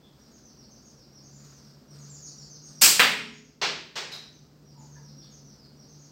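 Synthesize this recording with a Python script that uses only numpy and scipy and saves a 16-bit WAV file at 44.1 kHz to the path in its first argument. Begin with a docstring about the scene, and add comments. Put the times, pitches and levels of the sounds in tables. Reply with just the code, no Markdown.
"""Slingshot in a roofed lane

A slingshot is fired down a roofed concrete lane in a back yard. Decaying noise makes the lane's echoes.
Rubber bands whip and slap as coloured clicks; the ball smacks the target, whose plate and box ring as
decaying partials, then drops and bounces three times, the last with a metal clink. A hand scuffs in a tray.
Bird notes are gliding tones over a far motor's drone, filtered-noise yard air and rubbing clothes.
The recorder's gain ducks at the shot."""
import sys
import numpy as np
from scipy import signal
from scipy.fft import rfft, irfft
from scipy.io import wavfile
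from scipy.ndimage import uniform_filter1d

SR = 44100
rng = np.random.default_rng(int(sys.argv[2]) if len(sys.argv) > 2 else 0)


def output_pcm(signal):
    """Save a mono or channel-first signal as 16-bit PCM at the path in sys.argv[1].

    Samples are clipped to [-1, 1] before scaling.
    """
    pcm = np.clip(np.atleast_2d(signal).T, -1, 1) * 32767
    wavfile.write(sys.argv[1], SR, np.round(pcm).astype(np.int16))


N = 269451
TIME = np.arange(N) / SR


def amp(db):
    """Amplitude factor of a level in dB."""
    return 10 ** (np.asarray(db) / 20)


def rms_one(x):
    """The sound scaled to an RMS of 1."""
    return x / np.sqrt(np.mean(x ** 2) + 1e-20)


def curve(rows):
    """Straight lines between (t/s, value) points, over the whole scene."""
    return np.interp(TIME, *np.transpose(rows))


def at_hz(points, hz):
    """Straight lines between (f/Hz, value) points on a logarithmic frequency axis."""
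    known_hz, values = np.transpose(points)
    return np.interp(np.log(np.maximum(hz, 1)), np.log(known_hz), values)


def convolve(x, response):
    """The sound passed through a response, cut to the scene's length."""
    return signal.fftconvolve(x, response)[:N]


def drift(rate_hz):
    """Random wandering, slower than about rate_hz, with an RMS of 1."""
    hz = np.fft.rfftfreq(N, 1 / SR)
    smoothing = 1 / (1 + (hz / rate_hz) ** 2) ** 2
    return rms_one(irfft(rfft(rng.standard_normal(N)) * smoothing, N))


def colour(x, spectrum, size=4096):
    """Causal (minimum-phase) filter of unit energy with the given spectrum."""
    log_gain = np.log(amp(at_hz(spectrum, np.fft.rfftfreq(size, 1 / SR))))
    cepstrum = irfft(log_gain)
    # folding the cepstrum forward puts the energy as early as possible
    cepstrum[1:size // 2] *= 2
    cepstrum[size // 2 + 1:] = 0
    response = irfft(np.exp(rfft(cepstrum)))
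    return convolve(x, response / np.linalg.norm(response))


def clicks(rows):
    """One impulse for each (t/s, level/dB)."""
    out = np.zeros(N)
    for s, db in rows:
        out[int(s * SR)] += amp(db)
    return out


def ring(modes):
    """One second of decaying partials after a unit blow."""
    t = TIME[:SR]
    out = 0
    for hz, db, t60 in modes:
        out = out + amp(db - 60 * t / t60) * np.cos(2 * np.pi * hz * t)
    return out


def place(s, sound):
    """The sound starting at s seconds."""
    return np.pad(sound, (int(s * SR), N))[:N]


# how long the concrete lane rings in each band: f/Hz, t60/s
LANE_DECAY = [(100, 0.7), (250, 0.88), (500, 0.51), (1000, 0.48), (2500, 0.56), (5000, 0.51), (8000, 0.47),
              (13000, 0.32)]


def echoes(build_s):
    """Reflections between wall, floor and roof build up, then die band by band; unit energy."""
    t, hz = TIME[:SR], np.fft.rfftfreq(SR, 1 / SR)
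    white = rfft(rng.standard_normal(SR))
    centres_hz = np.array(LANE_DECAY)[:, 0]
    tail = 0
    # each row of the identity is one band's share, crossfading into its neighbours
    for share, (_, t60) in zip(np.eye(len(LANE_DECAY)), LANE_DECAY):
        band = irfft(white * at_hz(np.c_[centres_hz, share], hz))
        tail = tail + band * amp(-60 * t / t60)
    tail = tail * np.sqrt(1 - np.exp(-t / build_s))
    return tail / np.linalg.norm(tail)


# far motor's drone, before the throb: t/s, level/dB
DRONE_LEVEL = [(0, -72), (.9, -62.5), (1.4, -51.5), (1.8, -55.5), (2.05, -45.5), (2.6, -53.5), (3.05, -44),
               (3.5, -56.5), (4.55, -54), (4.85, -46.5), (5.55, -54.5), (6.11, -52.5)]
# its mean firing rate: t/s, f/Hz
FIRING_RATE = [(0, 135.7), (1.4, 140.2), (2.7, 148.5), (4.3, 149.7), (5.0, 143.6), (6.11, 145.5)]


def motor(wander=.012, throb_db=1.5, half_db=-19, one_and_half_db=-17):
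    """A far engine: its firing tone wavers and throbs, with weak half orders below and above."""
    firing_hz = curve(FIRING_RATE) * (1 + wander * drift(14))
    phase = 2 * np.pi * np.cumsum(firing_hz) / SR
    below = amp(half_db) * np.sin(phase / 2)
    above = amp(one_and_half_db) * np.sin(phase + phase / 2)
    return amp(curve(DRONE_LEVEL) + throb_db * drift(11)) * (np.sin(phase) + below + above)


# sleeves and rubber rubbing while drawing and reloading: t/s, peak level/dB before the grain
RUB_MOVES = [(.2, -63.5), (1.45, -59.5), (1.98, -58.5), (2.4, -64.5), (2.7, -62.5), (4.83, -63.5),
             (5.25, -65), (5.55, -68)]
RUB_RISE_DB_PER_S, RUB_FALL_DB_PER_S, CLOTH_REST_DB = 88, 19, -68.5


def rubbing():
    """Gain of the clothes' rustle: each move swells quickly and dies slowly back to rest."""
    moves_db = []
    for s, db in RUB_MOVES:
        rise_db = RUB_RISE_DB_PER_S * (s - TIME)
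        fall_db = RUB_FALL_DB_PER_S * (TIME - s)
        moves_db.append(db - np.maximum(rise_db, fall_db))
    return amp(np.maximum(np.max(moves_db, axis=0), CLOTH_REST_DB))


# spectrum of traffic and garden air: f/Hz, relative level/dB
AIR_SPECTRUM = [(15, -44), (25, -31.5), (60, -9), (102, -17), (139, -3.5), (171, -14), (206, -5),
                (325, -13), (368, -15), (452, -16), (1010, -28), (1920, -36.5), (3500, -39.5), (4550, -71),
                (7700, -120)]
# spectrum of the thin hiss: f/Hz, relative level/dB
HISS_SPECTRUM = [(2500, -5), (4500, 4), (7000, -2), (8700, -5.5), (9400, -13.5), (11000, -10.5),
                 (13000, -4.5), (15500, -1)]
# spectrum of the clothes' rustle: f/Hz, relative level/dB
CLOTH_SPECTRUM = [(400, -3), (750, -0.5), (1300, 8.5), (2200, -1.5), (3200, -4.5), (5000, 9), (7000, -3),
                  (8700, -4.5), (9500, -18), (11000, -18), (13000, -7.5), (15500, -14)]


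def yard(traffic_db=-56, hiss_db=-71, lumps_db=0.26, grain_db=1.0):
    """Noise in three colours: traffic rumble, a thin steady hiss and the grainy rub of clothes."""
    low, high, rub = rng.standard_normal((3, N))
    rumble = amp(traffic_db + lumps_db * drift(4.7)) * colour(low, AIR_SPECTRUM)
    rustle = rubbing() * amp(grain_db * drift(60)) * colour(rub, CLOTH_SPECTRUM)
    return rumble + rustle + amp(hiss_db) * colour(high, HISS_SPECTRUM)


# the bird's phrases, each an arch of evenly spaced notes:
# start t/s, spacing/s, steps up, steps down, top f/Hz, closing f/Hz, mid-phrase level/dB, swell per note/dB
BIRD_PHRASES = [(0.184, 0.12, 1, 1, 6690, 6200, -59.5, 2.5), (.56, 0.13, 2, 1, 6690, 5650, -57, -0.5),
                (1.115, 0.1, 2, 3, 7170, 5640, -57.5, -0.8), (1.868, .11, 2, 1, 7380, 6800, -51, 4.5),
                (2.35, .129, 2, 1, 6604, 5800, -49.5, -0.5), (3.19, 0.11, 1, 1, 6820, 6670, -54, -4.5),
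                (4.2, 0.11, 1, 0, 6276, 6225, -60.5, 0), (4.64, .124, 1, 2, 7020, 5795, -57, 1.5),
                (5.155, 0.14, 1, 2, 6634, 5090, -55.5, -1.5), (5.76, 0.11, 2, 0, 6730, 6730, -57, 0.5)]
OPENING_HZ, ARCH_BEND = 5700, 1.4   # every phrase opens on this pitch; above 1 the arch is rounded
NOTE_S, SLUR_TO_HZ = .08, 4300   # every phrase note is held, then slurred down to the same pitch
# single chips of other birds: t/s, starting f/Hz, level/dB
BIRD_CHIPS = [(0.0, 3520, -65), (.84, 8800, -79), (1.896, 8540, -69), (2.235, 8800, -67.5),
              (2.366, 7180, -57.5), (2.635, 8700, -65)]
CHIP_S, CHIP_DROP = 0.068, .09   # length; share by which the pitch falls


def song():
    """The notes as (t/s, length/s, first f/Hz, last f/Hz, level/dB): single chips and arched phrases."""
    notes = [(s, CHIP_S, hz, hz * (1 - CHIP_DROP), db) for s, hz, db in BIRD_CHIPS]
    for start, spacing, up, down, top_hz, closing_hz, db, swell_db in BIRD_PHRASES:
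        below_top = np.linspace(1, 0, round(up) + 1) ** ARCH_BEND
        climb = top_hz - (top_hz - OPENING_HZ) * below_top
        past_top = np.linspace(0, 1, round(down) + 1)[1:] ** ARCH_BEND
        descent = top_hz - (top_hz - closing_hz) * past_top
        for k, hz in enumerate(np.r_[climb, descent]):
            note_db = db + swell_db * (k - (up + down) / 2)
            notes.append((start + k * spacing, NOTE_S, hz, SLUR_TO_HZ, note_db))
    return notes


def bird(warble=0.075, fade_db=4, overtone_db=-31, direct_db=-20):
    """Thin notes that start clean and fall away in a rough twitter, smeared by the echoes under the roof."""
    out = np.zeros(N)
    waver = warble * drift(700)
    for s, length, first_hz, last_hz, db in song():
        span = (TIME >= s) & (TIME < s + length)
        along = (TIME[span] - s) / length
        # the pitch lingers on top, then drops faster and faster
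        glide_hz = first_hz + (last_hz - first_hz) * along ** 2
        phase = 2 * np.pi * np.cumsum(glide_hz * (1 + waver[span] * along)) / SR
        # quick start and end, weakening between them as the pitch falls
        edges = np.minimum(10 * np.minimum(along, 1 - along), 1)
        swell = edges * amp(fade_db * (.5 - along))
        tone = np.sin(phase) + amp(overtone_db) * np.sin(2 * phase)
        out[span] += amp(db) * swell * tone
    return np.sqrt(2) * (amp(direct_db) * out + convolve(out, echoes(build_s=0.026)))


# bands whipping past the fork and slapping back: t/s, energy level/dB of each slap's echoes
BAND_SLAPS = [(2.8129, 8), (2.8162, 16), (2.819, 21.5), (2.836, 23.5), (2.8462, 20), (2.8597, 21),
              (2.876, 11)]
# spectrum of slapping rubber: f/Hz, relative level/dB
RUBBER_SPECTRUM = [(40, -52.5), (100, -23.5), (220, -11.5), (350, -13), (850, -11), (1430, -6.5),
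                   (1950, -7), (2500, -1.5), (3400, -4.5), (5000, 2.5), (6300, -2), (7700, 2.5), (8800, -2),
                   (9700, -9.5), (13000, -4.5)]


def bands(direct_db=-21):
    """A quick volley of bright slaps, each from a new spot and so with echoes of its own."""
    reflected = 0
    for s, db in BAND_SLAPS:
        reflected = reflected + amp(db) * place(s, echoes(build_s=.001))
    direct = amp(direct_db) * clicks(BAND_SLAPS)
    return colour(direct + reflected, RUBBER_SPECTRUM)


# ball on the target, straight and by floor, wall and roof: t/s, energy level/dB
STRIKE_ARRIVALS = [(2.995, 10), (2.9962, 15), (3.0008, 7), (3.0012, 14.5)]
# spectrum of the smack: f/Hz, relative level/dB
SMACK_SPECTRUM = [(40, -69.5), (100, -23), (240, -11.5), (340, -17.5), (450, -6), (680, -7.5), (850, -4),
                  (1900, 1.5), (2600, 1.5), (4300, -5), (6400, -15), (8600, -16), (9600, -27.5),
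                  (13000, -18.5)]
# partials of the target plate: f/Hz, relative level/dB, t60/s
PLATE_MODES = [(1006, -7.5, .3), (1580, -7, 0.17), (1760, -3.5, 0.08), (2110, -7, .22), (2480, -9, .28),
               (2530, -17, .28), (2708, -27.5, 0.27), (3250, -8, 0.096), (4600, -3, 0.18)]
# partials of the box panels behind it: f/Hz, relative level/dB, t60/s
BOX_MODES = [(138.2, -21.5, 0.5), (188.8, -4.5, 0.22), (224.4, -3.5, 0.68), (244, -7.5, 0.607),
             (255.6, -3.5, 0.573), (285.8, -15.5, 0.45), (421, -2, 0.8)]


def target(wet_db=24.0, shudder_db=-9, shudder_t60=0.29, plate_db=-44, box_db=-56.0, swell_s=0.13):
    """The smack and first echoes stand out, the board shudders briefly, plate and box ring into the lane."""
    hit_s = STRIKE_ARRIVALS[0][0]
    shudder = rng.standard_normal(SR) * amp(-60 * TIME[:SR] / shudder_t60)
    shudder = amp(shudder_db) * shudder / np.linalg.norm(shudder)
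    spread = amp(wet_db) * place(hit_s, shudder + echoes(build_s=0.0043))
    # the heavy panels take a moment to get going
    slow_spread = amp(wet_db) * place(hit_s, echoes(build_s=swell_s))
    boom = convolve(slow_spread, amp(box_db) * ring(BOX_MODES))
    smack = colour(clicks(STRIKE_ARRIVALS) + spread, SMACK_SPECTRUM)
    plate = convolve(spread, amp(plate_db) * ring(PLATE_MODES))
    return smack + plate + boom


# the fallen ball: t/s, energy level/dB of the echoes, dulled above f/Hz, metal clink level/dB
BALL_BOUNCES = [(3.6148, 15, 6300, -46), (3.956, 5.5, 9550, -67), (4.116, -8, 10160, -19.5)]
# spectrum of the knock: f/Hz, relative level/dB
KNOCK_SPECTRUM = [(50, -39), (100, -37), (150, -6), (300, -12), (400, 1), (550, -4), (880, -1), (1300, -2),
                  (2250, -0.5), (5000, 0), (8600, -15), (9500, -30), (13000, -20), (15500, -9.5)]
# partials of the metal clink: f/Hz, relative level/dB, t60/s
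CLINK_MODES = [(3830, 1.5, 0.017), (3937, 3.5, 0.021), (4900, -1, .02), (8000, -40, 0.021)]


def bounces(direct_db=-24):
    """Hard knocks at the far end, heard mostly through their reflections."""
    out = 0
    for s, db, top_hz, clink_db in BALL_BOUNCES:
        direct = clicks([(s, db + direct_db)])
        contact = direct + amp(db) * place(s, echoes(build_s=0.014))
        soften = signal.butter(2, min(top_hz, .45 * SR), fs=SR, output="sos")
        knock = signal.sosfilt(soften, colour(contact, KNOCK_SPECTRUM))
        clink = amp(clink_db) * convolve(contact, ring(CLINK_MODES))
        out = out + knock + clink
    return out


# a hand scuffing in the ammunition tray and along the rubber: t/s, length/s, resonance f/Hz, level/dB
HAND_SCUFFS = [(4.722, 0.12, 875, -57.5), (4.94, 0.039, 1640, -57.5), (4.948, .05, 972, -58),
               (5.19, .1, 3474, -63.5)]


def reload(width=0.092):
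    """Short rubs, each heard through one resonance of the thing touched; width is a share of its pitch."""
    out = 0
    for s, length, hz, db in HAND_SCUFFS:
        body = signal.butter(2, [hz * (1 - width), hz * (1 + width)], "band", fs=SR, output="sos")
        swell = np.sin(np.pi * np.clip((TIME - s) / length, 0, 1))
        rub = rms_one(signal.sosfilt(body, rng.standard_normal(N)))
        out = out + amp(db) * swell * rub
    return convolve(out, echoes(build_s=0.0034))


def scene():
    """All the sounds as they meet at one microphone."""
    background = motor() + yard() + bird()
    shot = bands() + target() + bounces()
    return (background + shot + reload())[None]


def record(dry, limit_db=-11, release_db_per_s=3.0, attack_s=0.0044, cutoff_hz=15800):
    """Gain drops on loud sound and creeps back; the highest peaks are rounded and the top is cut."""
    power = uniform_filter1d(dry[0] ** 2, size=300)
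    level_db = 10 * np.log10(np.abs(power) + 1e-12)
    # the running maximum on a rising slope holds each duck and lets it go steadily
    recovery_db = release_db_per_s * TIME
    excess_db = np.maximum(level_db - limit_db, 0)
    duck_db = np.maximum.accumulate(excess_db + recovery_db) - recovery_db
    pole = np.exp(-1 / (attack_s * SR))
    held = dry * amp(-signal.lfilter([1 - pole], [1, -pole], duck_db))
    rounded = held / (1 + (held / .9) ** 6) ** (1 / 6)
    low_pass = signal.ellip(12, .1, 80, cutoff_hz, fs=SR, output="sos")
    return signal.sosfilt(low_pass, rounded)


dry = scene()
out = record(dry)
output_pcm(out)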